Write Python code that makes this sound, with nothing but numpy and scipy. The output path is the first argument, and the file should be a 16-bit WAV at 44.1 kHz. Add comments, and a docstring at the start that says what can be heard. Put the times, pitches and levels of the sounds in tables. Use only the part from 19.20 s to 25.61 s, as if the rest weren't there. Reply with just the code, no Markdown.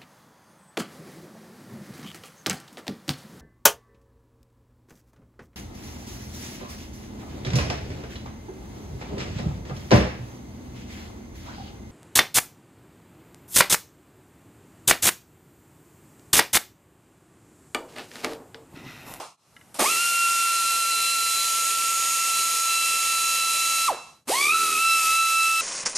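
"""An air ratchet winds down and rings on in a workshop; its socket clinks, then a long run whines and hisses.
After a short pause a last run stumbles on its bolt and is still going at the end; twice the level dips briefly.
The vanes chop the exhaust into a siren-like whine, turbulent air hisses, and at low speed puffs come out singly.
The pawl knocks the head once a stroke, harder under load; throttle and socket are damped modes with a crack.
A faint workshop background and a diffuse hall tail lie under it; loud sound lowers the overall gain."""
import sys
import numpy as np
from scipy import signal
from scipy.fft import rfft, irfft, next_fast_len
from scipy.io import wavfile
from scipy.ndimage import uniform_filter1d, map_coordinates

SR = 44100
rng = np.random.default_rng(int(sys.argv[2]) if len(sys.argv) > 2 else 0)


def materialize(psi):
    """Save the field psi as 16-bit PCM at rate SR to the path in sys.argv[1].

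    A 1-D psi becomes a single channel; in a 2-D psi each row is a channel.
    """
    bounded = np.clip(np.atleast_2d(psi).T, -1, 1)
    quanta = np.round(bounded * 32767).astype(np.int16)
    wavfile.write(sys.argv[1], SR, quanta)


N = 282681
LEAD = SR // 3  # samples computed before t = 0, so that the first run can ring in
TIME = np.arange(-LEAD, N) / SR
COUNT = len(TIME)


def amp(db):
    """Decibels to gain."""
    return 10 ** (np.asarray(db) / 20)


def unit(x):
    """Scale to rms 1."""
    return x / np.sqrt(np.mean(x ** 2) + 1e-20)


def along(points, hz):
    """Interpolate (f/Hz, value) points on a log frequency axis."""
    f, v = np.transpose(points)
    return np.interp(np.log(hz + 1), np.log(f + 1), v)


def curves(rows):
    """One value per sample for each column after the time."""
    s, *cols = np.transpose(rows)
    return [np.interp(TIME, s, c) for c in cols]


def since(s):
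    """Seconds elapsed after time s, zero before it."""
    return np.maximum(TIME - s, 0)


def wobble(knots_per_s):
    """Smooth random curve through normal knots."""
    knots = rng.standard_normal(int(COUNT * knots_per_s / SR) + 4)
    return map_coordinates(knots, [np.arange(COUNT) * knots_per_s / SR])


def filtered(x, response):
    """x through a response given as a function of frequency."""
    size = x.shape[-1]
    m = next_fast_len(size + SR // 2)
    return irfft(rfft(x, m) * response(np.fft.rfftfreq(m, 1 / SR)), m)[..., :size]


# left-right correlation of noise: (f/Hz, correlation)
NOISE_CORRELATION = [(100, 0.92), (2000, 1), (4500, 0.85), (8500, 0.99), (12500, 0.27)]


def rush(spectrum):
    """Stereo noise of rms 1; the mid/side split sets the correlation of left and right."""
    def mid_side_gain(hz):
        turn = np.arccos(np.clip(along(NOISE_CORRELATION, hz), -1, 1)) / 2
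        return amp(along(spectrum, hz)) * [np.cos(turn), np.sin(turn)]

    mid, side = filtered(rng.standard_normal((2, COUNT)), mid_side_gain)
    return unit(np.array([mid + side, mid - side]))


# workshop background, relative spectrum: (f/Hz, density/dB per Hz)
BACKGROUND_SPECTRUM = [(20, -23), (45, -17), (70, -4), (140, 1), (250, -3.5), (500, -8.5), (1000, -11),
                       (2000, -17), (4000, -23.5), (9000, -18), (13000, -20)]


def background(level_db=-60):
    """Steady shaped noise of the workshop."""
    return amp(level_db) * rush(BACKGROUND_SPECTRUM)


# decay of the hall: (f/Hz, t60/s)
HALL_DECAY = [(150, 0.27), (900, 0.57), (3000, 0.77), (6000, 0.85), (12000, .42)]


def hall(x, level_db=-14, side_power=0.095):
    """Diffuse tail of decaying noise, each frequency dying at its own speed."""
    hz, t, z = signal.stft(rng.standard_normal((2, SR)), SR, nperseg=256)
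    decay = amp(-60 * t / along(HALL_DECAY, hz)[:, None])
    mid, side = signal.istft(z * decay, SR, nperseg=256)[1]
    side = side * np.sqrt(side_power)
    tail = np.array([mid + side, mid - side])
    tail = np.pad(tail / np.linalg.norm(tail[0]), ((0, 0), (SR // 120, 0)))  # 8 ms predelay
    return amp(level_db) * signal.fftconvolve(x, tail, axes=1)[:, :COUNT]


def ring(modes, crack, crack_centre_hz):
    """One blow on steel: damped modes plus a short noise crack, peak 1."""
    t = np.arange(SR // 4) / SR
    tone = np.zeros(len(t))
    for k, (hz, db, t60_s) in enumerate(modes):
        tone += (-1) ** k * amp(db - 60 * t / t60_s) * np.sin(2 * np.pi * hz * t)
    grit = filtered(rng.standard_normal(len(t)), lambda hz: hz / (crack_centre_hz ** 2 + hz ** 2))
    blow = tone + crack * amp(-60 * t / 0.02) * unit(grit)
    # small parts radiate no deep bass
    blow = signal.sosfilt(signal.butter(2, 170, "high", fs=SR, output="sos"), blow)
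    return blow / np.abs(blow).max()


def strikes(events, modes, crack, crack_centre_hz):
    """Single blows on one object at the listed times and peak levels."""
    out = np.zeros(COUNT)
    for s, db in events:
        blow = amp(db) * ring(modes, crack, crack_centre_hz)
        out[LEAD + round(s * SR):][:len(blow)] += blow
    return out


# socket meets bolt: (t/s, level/dB)
CLINKS = [(.365, -38.5), (.412, -47)]
# socket modes: (f/Hz, level/dB, t60/s)
SOCKET_MODES = [(1340, -2, 0.067), (1670, 2, 0.04), (1940, 1, .045), (2080, 8, 0.028), (2859, 0, 0.041),
                (2993, -1, 0.047), (3650, -5, 0.0295), (5356, -30, .04)]


def socket_clinks():
    """The hard socket rings in its modes as it meets the bolt."""
    return strikes(CLINKS, SOCKET_MODES, crack=.7, crack_centre_hz=2000)


# throttle valve snaps: (t/s, level/dB)
SNAPS = [(.544, -37), (.594, -14.5), (5.12, -25)]
# valve modes: (f/Hz, level/dB, t60/s)
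VALVE_MODES = [(5400, -8, .03), (9300, 5.5, 0.032), (9750, -4, .03), (12900, -9, .03)]


def throttle_snaps():
    """The small valve snaps: high modes under a bright crack."""
    return strikes(SNAPS, VALVE_MODES, crack=1.1, crack_centre_hz=8000)


# tool runs: (throttle opens t/s, bolt gives t/s, throttle closes t/s, settled vane passes f/Hz,
#             hiss level/dB, opening time/s, puffs at stall level/dB re hiss)
RUNS = [(-.33, -.33, -.072, 1300, -26.5, .01, 0), (.586, .614, 4.677, 1326, -26.7, .006, 5.5),
        (5.069, 5.085, 7, 1295, -28.0, .021, 2)]
SPIN_UP_S, COAST_S = .033, .059  # rotor time constants
CREEP, FRICTION = .19, .07  # shares of full speed: before the bolt gives; lost to dry friction in coasting
HOSE_HZ, HOSE_DB, HOSE_S = 95, 2.5, .17  # air stored in the hose: faster, louder start
SAG_HZ, SAG_S = 45, 2.3  # slow sag of line pressure
VENT_DB_PER_S = 350  # fall of the hiss after the throttle closes
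LEAK_S, LEAK_DB = .543, -44  # half-pressed throttle leaks until the bolt gives in the long run
CHUG_POWER = 1.5  # growth of puffs with lost speed
COAST_CHUG_DB, LEAK_CHUG_DB = 2.5, -6  # puffs re pumped air; puffs re leak


def motor(drag_hz):
    """Air rushes in, rotor spins up, sags, coasts; returns vane rate, air flow, pumped air, puff strength."""
    vane_hz, air, pumped, puffs = np.zeros((4, COUNT))
    for opens, gives, closes, settled_hz, db, opening_s, stall_db in RUNS:
        age = since(opens)
        hose = np.exp(-age / HOSE_S)
        free_hz = settled_hz + HOSE_HZ * hose + SAG_HZ * np.exp(-age / SAG_S)
        spin_up = np.maximum(1 - np.exp(-since(gives) / SPIN_UP_S), CREEP * (age > 0))
        coast = np.maximum((1 + FRICTION) * np.exp(-since(closes) / COAST_S) - FRICTION, 0)
        driven_hz = (free_hz - drag_hz) * spin_up
        flow_db = db + HOSE_DB * hose - VENT_DB_PER_S * since(closes)
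        flow = amp(flow_db) * (1 - np.exp(-age / opening_s)) ** 2
        vane_hz += driven_hz * coast
        air += flow
        pumped += amp(db) * coast * (1 - coast)
        puffs += amp(stall_db) * flow * np.abs(1 - driven_hz / free_hz) ** CHUG_POWER
    leak = amp(LEAK_DB) * (TIME > LEAK_S) * (TIME < RUNS[1][1])
    puffs += amp(COAST_CHUG_DB) * pumped + amp(LEAK_CHUG_DB) * leak
    return vane_hz, air + leak, pumped, puffs


# puff, relative spectrum: (f/Hz, density/dB per Hz)
PUFF_SPECTRUM = [(30, -50), (70, -38), (160, -12.5), (350, -5.5), (620, 2), (1000, -2), (1350, -3.5),
                 (1800, -11.5), (4000, -15), (12000, -36)]


def chug(phase, puffs, depth=0.23):
    """At low speed every vane lets out a separate dull puff."""
    return puffs * unit(rush(PUFF_SPECTRUM) * (1 + depth * np.cos(phase)))


# exhaust hiss, relative spectrum: (f/Hz, density/dB per Hz)
HISS_SPECTRUM = [(30, -56), (60, -38), (125, -27.5), (420, -13.5), (1150, -13), (1520, -18), (1850, -7),
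                 (2450, -1), (3700, -4), (4700, -2.5), (8000, -1), (9300, 1.5), (10700, -4), (12800, -3.5),
                 (14000, -26)]


def exhaust(phase, spurt, air_db, pulsing=0.075, flutter=0.093, echo=0.17, echo_s=.0081):
    """Turbulent air pulses with vanes and ratchet strokes, and glances off the engine bay."""
    pulse = 1 + pulsing * np.cos(phase) + flutter * np.cos(phase / 4)
    jet = rush(HISS_SPECTRUM) * (pulse + 0.36 * (spurt - spurt.mean()))
    jet = filtered(jet, lambda hz: 1 + echo * np.exp(-2j * np.pi * hz * echo_s))
    return amp(air_db + 0.68 * wobble(17)) * unit(jet)


# ratchet head modes: (f/Hz, level/dB, t60/s)
HEAD_MODES = [(170, -12.5, 0.052), (244, -8, 0.043), (335, -2, 0.038), (415, 0, 0.043), (477, -10, .03)]


def pawl(turns, load, level_db, scatter_db):
    """The pawl knocks once a stroke, harder under load; the greased head rings low."""
    at = np.flatnonzero(np.diff(np.floor(turns)) > 0)
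    blows = np.zeros(COUNT)
    blows[at] = load[at] ** 1.49 * amp(level_db + scatter_db * rng.standard_normal(len(at)))
    knock = ring(HEAD_MODES, crack=.2, crack_centre_hz=750)
    return signal.fftconvolve(blows, knock)[:COUNT]


# whine up to the pause: (t/s, harmonics 1-5 level/dB re hiss)
LONG_WHINE = [(-.1, -5, -10, -15, -22, -20), (.64, 0, -7, -15, -22, -20), (.71, -3, -4.5, -14, -26, -13),
              (1.1, 1.5, -1.5, -15, -21, -14), (1.5, -1.3, -8, -7, -24, -14), (1.9, -1.3, -8, -7, -23, -17),
              (2.2, -1.8, -16, -6, -24, -10), (2.85, -1.8, -13, -19, -24, -8), (3.15, -1, -8, -10, -20, -7),
              (3.44, -1.5, -14, -13, -18, -7), (3.51, -.5, -2, -8, -21, -8), (3.7, -1, -4, -8, -23, -9),
              (4.66, -3.5, -4.5, -6.5, -15, -10)]
# whine in the last run: (t/s, harmonics 1-5 level/dB re hiss)
LAST_WHINE = [(5.1, 5, -5, -14, -8, -14), (5.23, -5, 4.5, -3.5, -6, -19), (5.31, 2, 6, -11, -26, -22),
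              (5.37, 4.5, -7, -6, -28, -12), (5.56, 1, 0, -12, -28, -17), (5.71, 2.5, 4, -4, -6, -22),
              (5.86, 3, -2, -17, -19, -10), (5.98, 4, 3, -5, -15, -12), (6.4, .5, 2, -9, -11, -20)]
# weaker free-running tones from unequal vanes: (multiple of vane rate, level/dB re hiss)
OVERTONES = [(.75, -31), (1.5, -30.5), (1.75, -35), (6, -19), (7, -16)]
PUMP_DB = 27.5  # hoot of the coasting rotor, re pumped air
WANDER_DB, LABOUR_DB = 1.2, 3.2  # waver as the hand moves; break-up while the rotor is held back
TONE_SPEED, DULL_DB = .25, 20  # speed share where the whine sets in; upper-harmonic loss near standstill


def whine(phase, swing, load, air_db, speed, pumped, throb_db=2.0):
    """Vanes chop the exhaust like a siren; strokes make it throb under load, free running adds overtones."""
    shake_db = 1.6 * load * wobble(280)
    throb = throb_db * load * unit(swing)
    out = amp(PUMP_DB) * pumped * speed ** 3 * np.sin(phase)
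    for k, db in enumerate(curves(LONG_WHINE + LAST_WHINE), 1):
        flutter_db = 1.8 * load * wobble(140)
        # strokes and hand act half as much on the fundamental
        sway_db = (throb + WANDER_DB * wobble(12)) * min(k, 2) / 2
        labour_db = LABOUR_DB * np.tanh(8 * (1 - speed)) * load * wobble(90)
        dull_db = DULL_DB * (1 - speed) * (k > 1)
        level_db = air_db + db + shake_db + flutter_db + sway_db + labour_db - dull_db
        out += amp(level_db) * np.sin(k * phase)
    for k, db in OVERTONES:
        out += amp(air_db + db + 2.5 * wobble(5)) * (1 - load) * speed ** 2 * np.sin(k * phase)
    return np.sqrt(2) * out * np.tanh((speed / TONE_SPEED) ** 3)


# tool at the two microphones: (f/Hz, right over left level/dB)
TOOL_PAN = [(200, 1.2), (600, 1.4), (1330, 2), (2600, 0), (4000, 0), (8000, 2)]


def placed(x, lead_rad=0.26):
    """Off-centre tool: the ports differ in level and, above the bass, by lead_rad in phase."""
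    sides = np.array([[-.5], [.5]])

    def port_gain(hz):
        shift = np.exp(-1j * sides * lead_rad * np.tanh(hz / 600))
        return amp(sides * along(TOOL_PAN, hz)) * shift

    return filtered(x, port_gain)


# bolt drag up to the pause: (t/s, speed lost f/Hz, load 0-1)
FIRST_BOLT = [(.58, 0, .1), (.61, 0, 1), (.72, 0, .55), (.76, 48, .4), (.81, 0, .12)]
# bolt drag in the last run: (t/s, speed lost f/Hz, load 0-1)
SECOND_BOLT = [(5.06, 0, .12), (5.1, 270, .66), (5.22, 205, .72), (5.275, 190, .85), (5.33, 35, .62),
               (5.4, 17, .65), (5.56, 66, .92), (5.6, 8, .22), (5.72, 0, .14), (5.86, 24, .12),
               (5.98, 0, .08)]
# hiss swell as the tool turns in the last run: (t/s, level/dB)
HISS_SWELL = [(5.25, 0), (5.32, -2), (5.45, .8), (5.65, 0), (5.9, 2), (6.05, -.7)]


def ratchet():
    """One rotor drives whine, hiss and pawl; sixteen vanes pass for each stroke of the head."""
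    drag_hz, load = curves(FIRST_BOLT + SECOND_BOLT)
    load = np.clip(load, 0, 1)
    steady_hz, air, pumped, puffs = motor(drag_hz)
    air_db = 20 * np.log10(air + 1e-9)
    speed = np.clip(steady_hz / RUNS[1][3], 0, 1)  # re settled long run
    # the bolt's drag makes the rotor stumble
    vane_hz = steady_hz * (1 + 0.00076 * wobble(60)) + 25 * load * wobble(300)
    phase = 2 * np.pi * np.cumsum(vane_hz) / SR
    turns = phase / (2 * np.pi * 16)
    swing = np.sin(2 * np.pi * turns)
    # each stroke sways the rotor phase and lets out a spurt of air
    tone = whine(phase + 0.073 * load * swing, swing, load, air_db, speed, pumped)
    spurt = np.exp(-(turns % 1) / .15)
    knocks = pawl(turns, load * air, level_db=7.5, scatter_db=3.0)
    hiss = exhaust(phase, spurt, air_db + curves(HISS_SWELL)[0])
    hiss = hiss * amp([[-.15], [.15]])  # left, right
    return placed(tone + knocks + chug(phase, puffs)) + hiss


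def gain_control(x, aim_db=-22.5, slope=0.38, release_db_per_s=28, boost_db=8):
    """Gain drops at once on loud sound and creeps back up in the pauses."""
    power = np.abs(uniform_filter1d(np.mean(x ** 2, axis=0), size=1500))
    level_db = 10 * np.log10(power + 1e-12)
    release_db = release_db_per_s * TIME
    held_db = np.maximum.accumulate(level_db + release_db) - release_db
    return x * amp(np.clip(slope * (aim_db - held_db), 0, boost_db))


# overall level dips: (t/s, level/dB, fade-out/s, fade-in/s)
DIPS = [(.168, -26, .11, .22), (5.052, -22, .15, .023)]


def dips():
    """Overall gain fades down and straight back up."""
    gain = np.ones(COUNT)
    for s, db, out_s, in_s in DIPS:
        gain *= np.interp(TIME, [s - out_s, s, s + in_s], [1, amp(db), 1])
    return gain


def scene():
    """Tool and small contacts in the hall over the background, then gain control and dips."""
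    direct = ratchet() + socket_clinks() + throttle_snaps()
    sound = background() + hall(direct) + direct
    return (gain_control(sound) * dips())[:, LEAD:]


def record(dry, top_hz=13350):
    """Steep low-pass, half amplitude at top_hz."""
    return filtered(dry, lambda hz: 1 / (1 + (hz / top_hz) ** 120))


dry = scene()
out = record(dry)
materialize(out)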